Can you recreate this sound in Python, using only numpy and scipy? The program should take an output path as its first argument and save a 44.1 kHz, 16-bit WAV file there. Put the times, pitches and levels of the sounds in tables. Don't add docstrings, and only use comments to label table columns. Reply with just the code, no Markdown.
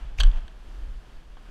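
import sys
import numpy as np
from scipy import signal
from scipy.fft import rfft, irfft, next_fast_len
from scipy.io import wavfile
from scipy.ndimage import uniform_filter1d

SR = 44100
rng = np.random.default_rng(int(sys.argv[2]) if len(sys.argv) > 2 else 0)


def master(y):
    cut = np.clip(np.atleast_2d(y).T, -1, 1)
    pcm = np.round(cut * 32767)
    wavfile.write(sys.argv[1], SR, pcm.astype(np.int16))


N = 66150

# f/Hz, level/dB
AIR_COLOUR = [(30, 3.5), (140, 2), (250, 0), (450, -4.5), (900, -7), (1650, -8.5), (2100, -14), (3200, -12),
              (4000, -19), (4500, -17), (5200, -21.5), (8000, -27), (11000, -31.5), (13000, -35),
              (16000, -48)]
# f/Hz, level/dB
WIND_COLOUR = [(12, -11.5), (24, -2), (34, -0.5), (48, -4), (62, -18.5), (78, -27), (130, -39),
               (300, -56.5), (1000, -97)]
# t/s, level/dB
GUST_LEVELS = [(0, -35.5), (.05, -30), (.09, -33), (.14, -33.5), (.18, -35), (.27, -27), (.45, -34.5),
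               (.48, -43), (.66, -40.5), (.73, -35.5), (.77, -37.5), (.82, -30), (.99, -35), (1.02, -50.5),
               (1.13, -46.5), (1.17, -35), (1.23, -51), (1.29, -42), (1.35, -41), (1.45, -47.5), (1.5, -38)]
# f/Hz, level/dB
LANDING_COLOUR = [(150, 1), (450, 4), (1000, -1.5), (1650, 0), (2100, -16), (3000, -5.5), (5000, -20.5),
                  (12000, -45)]
# f/Hz, level/dB
SLEEVE_COLOUR = [(100, -1), (220, 6.5), (400, -2.5), (750, 5), (1100, -0.5), (1650, -1), (2100, -5),
                 (3200, -2), (3900, -13), (5000, -17), (6000, -17), (9000, -27.5), (16000, -55)]
# t/s, level/dB
RUSTLE_LEVELS = [(0, -53), (.17, -60.5), (0.236, -47.5), (.275, -47), (.3, -51.5), (.385, -50), (.4, -59),
                 (.52, -63), (.65, -77)]
# middle t/s, length/s, f/Hz, peak level/dB
AIR_PUFFS = [(.211, 0.064, 43.3, -12.5), (0.27, 0.11, 29.05, -5), (0.364, 0.099, 25.4, -18)]
# f/Hz, level/dB
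BUFFET_COLOUR = [(40, 2.5), (65, 3.5), (100, -1.5), (150, -10.5), (250, -24), (500, -52), (4000, -95)]
# delay/s, rise/s, decay/s, level/dB
BANK_ECHOES = [(.006, 0.0086, 0.025, -18.5), (.115, 0.025, 0.084, -29.5)]
# f/Hz, level/dB
SCATTER_COLOUR = [(150, 3), (700, 3), (1500, -1), (3200, -10), (5000, -22), (8000, -19), (15000, -31)]
# f/Hz, level/dB
SLIP_COLOUR = [(200, 4), (900, -5.5), (2500, 4), (4000, -11), (5200, -2), (6700, -0.5), (8000, -19),
               (9500, -10), (11000, -19), (13800, -15), (16000, -42)]
# f/Hz, level/dB, t60/s
POUCH_MODES = [(2320, 4.5, 0.0078), (2830, 1, 0.0058), (3340, -21, 0.0025)]
# f/Hz, level/dB
WHIP_COLOUR = [(200, -7.5), (600, 2.5), (1600, -4.5), (2100, -5.5), (3100, 4), (4500, 3), (5100, -7),
               (6500, -8.5), (9000, -18), (11000, -36), (13500, -40), (16000, -68)]
# f/Hz, level/dB, t60/s
FORK_MODES = [(1123, -14, 0.018), (1607, -10.5, 0.017), (1757, -15.5, 0.018), (2210, -21, 0.015),
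              (2715, -10.5, 0.01), (3064, -2.5, 0.021), (3295, -1.5, .014), (3825, -11.5, 0.017),
              (4390, -5.5, 0.013), (4570, -8.5, 0.015), (5770, -16.5, 0.012), (6330, -15, 0.0088),
              (7840, -19, 0.0081), (8400, -20, 0.008)]
# f/Hz, level/dB
CRACK_COLOUR = [(150, -24), (600, -6.5), (1150, -0.5), (1350, -10.5), (1600, 5), (2000, -6), (3200, -2),
                (4500, 0), (5100, -23), (6100, -13), (7200, -15), (8100, -10.5), (10000, -24.5),
                (11500, -21), (13500, -29), (16000, -45)]
# t/s, level/dB, ring pitch ratio, ring length ratio, body/dB, treble/dB, crack offset/dB
FORK_SLAPS = [(0.202, -3.5, 0.98, 0.63, 0.5, 7.5, 3), (0.2035, 0.5, .97, 1.16, 6.5, -1, -3),
              (0.2054, 1.5, 1.029, 0.9, -4, -3, -16), (0.2073, 6.5, 1.032, 0.61, -12.5, -4.5, -11.5),
              (0.21, -6, 1.02, 0.67, -5, -3, 1.5), (0.2126, -2, 1.0, 0.98, -8, -2, -3.5),
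              (0.2152, -14, .98, 0.66, -11, -10, -5), (.234, -2, .98, 0.93, -1, 4, -6.5),
              (.2355, -6.5, 1.0, 1.24, 9.5, 6, -9), (.247, -22, 1.02, 0.77, 0, 1, 2),
              (0.2599, -25, 1, 1.1, 2, -3, -8), (0.271, -22.5, 1.005, .8, -3, 0, -6),
              (.3145, -23.5, 1.053, 1.1, -2, -14, -11), (0.4798, -22.5, 0.98, 0.8, 2, -3, -3)]


def undb(db):
    return 10 ** (np.asarray(db) / 20)


def clock():
    return np.arange(N) / SR


def colour(x, points):
    hz, db = np.array(points, float).T
    size = 2 * next_fast_len(N // 2 + SR // 10, real=True)
    bin_hz = np.arange(size // 2 + 1) * SR / size
    gain = undb(np.interp(np.log(bin_hz + 1), np.log(hz), db))
    cepstrum = irfft(np.log(gain / np.sqrt(np.mean(gain ** 2))))
    cepstrum[1:size // 2] *= 2
    cepstrum[size // 2 + 1:] = 0
    return irfft(rfft(x, size) * np.exp(rfft(cepstrum)))[:N]


def noise(points):
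    return colour(rng.standard_normal(N), points)


def wander(rate_hz):
    return np.interp(clock() * rate_hz, np.arange(N), rng.standard_normal(N))


def contour(points):
    return undb(np.interp(clock(), *np.array(points).T))


def fade(start, decay):
    age = clock() - start
    return (age >= 0) * np.exp(-np.maximum(age, 0) / decay)


def swell(start, rise, end, decay):
    t = clock()
    return np.clip((t - start) / rise, 0, 1) * np.exp(-np.maximum(t - end, 0) / decay)


def ring(start, modes):
    age = np.maximum(np.arange(N) - int(start * SR), 0) / SR
    return sum((-1) ** k * undb(db) * np.sin(2 * np.pi * hz * age) * np.exp(-np.log(1000) * age / t60)
               for k, (hz, db, t60) in enumerate(modes))


def wind(air_db=-55.5, waver_db=-1.4, steady_s=0.0416):
    eddies = noise(WIND_COLOUR)
    running_rms = np.sqrt(uniform_filter1d(eddies ** 2, int(steady_s * SR)))
    gusts = eddies / running_rms * contour(GUST_LEVELS)
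    air_gain = undb(air_db + waver_db * wander(rate_hz=8))
    return gusts + air_gain * noise(AIR_COLOUR)


def landing(start_s=1.3695):
    tap = fade(start_s, decay=0.003)
    wash = undb(-13.5) * fade(start_s, decay=0.034)
    return undb(-45.5) * colour(rng.standard_normal(N) * (tap + wash), LANDING_COLOUR)


def sleeve():
    return noise(SLEEVE_COLOUR) * contour(RUSTLE_LEVELS)


def jolt():
    pressure = undb(-34) * noise(BUFFET_COLOUR) * swell(start=0.176, rise=0.037, end=0.258, decay=0.034)
    for middle, length, hz, db in AIR_PUFFS:
        age = clock() - middle
        window = np.cos(np.pi * np.clip(age / length, -.5, .5)) ** 2
        pressure -= undb(db) * window * np.cos(2 * np.pi * hz * age)
    return pressure


def banks(snap):
    response = np.zeros(N)
    for delay, rise, decay, db in BANK_ECHOES:
        shape = swell(delay, rise, delay + rise, decay)
        response += undb(db) * noise(SCATTER_COLOUR) * shape / np.sqrt(np.sum(shape ** 2))
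    return signal.fftconvolve(snap, response)[:N]


def release(free_s=0.1871, flutter_db=3):
    flutter = undb(flutter_db * wander(rate_hz=400))
    slip = undb(-46.5) * noise(SLIP_COLOUR) * swell(start=0.176, rise=0.0084, end=free_s, decay=0.0047)
    flick = undb(-26) * ring(free_s, POUCH_MODES)
    rush = undb(-41) * noise(WHIP_COLOUR) * swell(start=0.183, rise=0.013, end=0.2, decay=0.024)
    return slip + flick + rush * flutter


def contact(hz, body_db, treble_db, body_hz=1980, treble_hz=5230):
    return body_db / (1 + (hz / body_hz) ** 8) + treble_db / (1 + (treble_hz / hz) ** 8)


def slaps(crack_decay_s=0.0011):
    out = np.zeros(N)
    for start, db, pitch, length, body_db, treble_db, crack_db in FORK_SLAPS:
        modes = [(hz * pitch, mode_db + contact(hz, body_db, treble_db), t60 * length)
                 for hz, mode_db, t60 in FORK_MODES]
        fork = undb(-19) * ring(start, modes)
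        burst = fade(start, crack_decay_s) * np.sign(rng.standard_normal(N))
        tone = [(hz, band_db + contact(hz, body_db, treble_db)) for hz, band_db in CRACK_COLOUR]
        crack = undb(-20.5 + crack_db) * colour(burst, tone)
        out += undb(db) * (fork + crack)
    return out


def scene():
    snap = slaps() + release()
    return (snap + banks(snap) + jolt() + sleeve() + wind() + landing())[None]


def record(dry):
    top_hz = 16200
    return signal.sosfilt(signal.ellip(8, .2, 80, top_hz, fs=SR, output="sos"), dry)


dry = scene()
out = record(dry)
master(out)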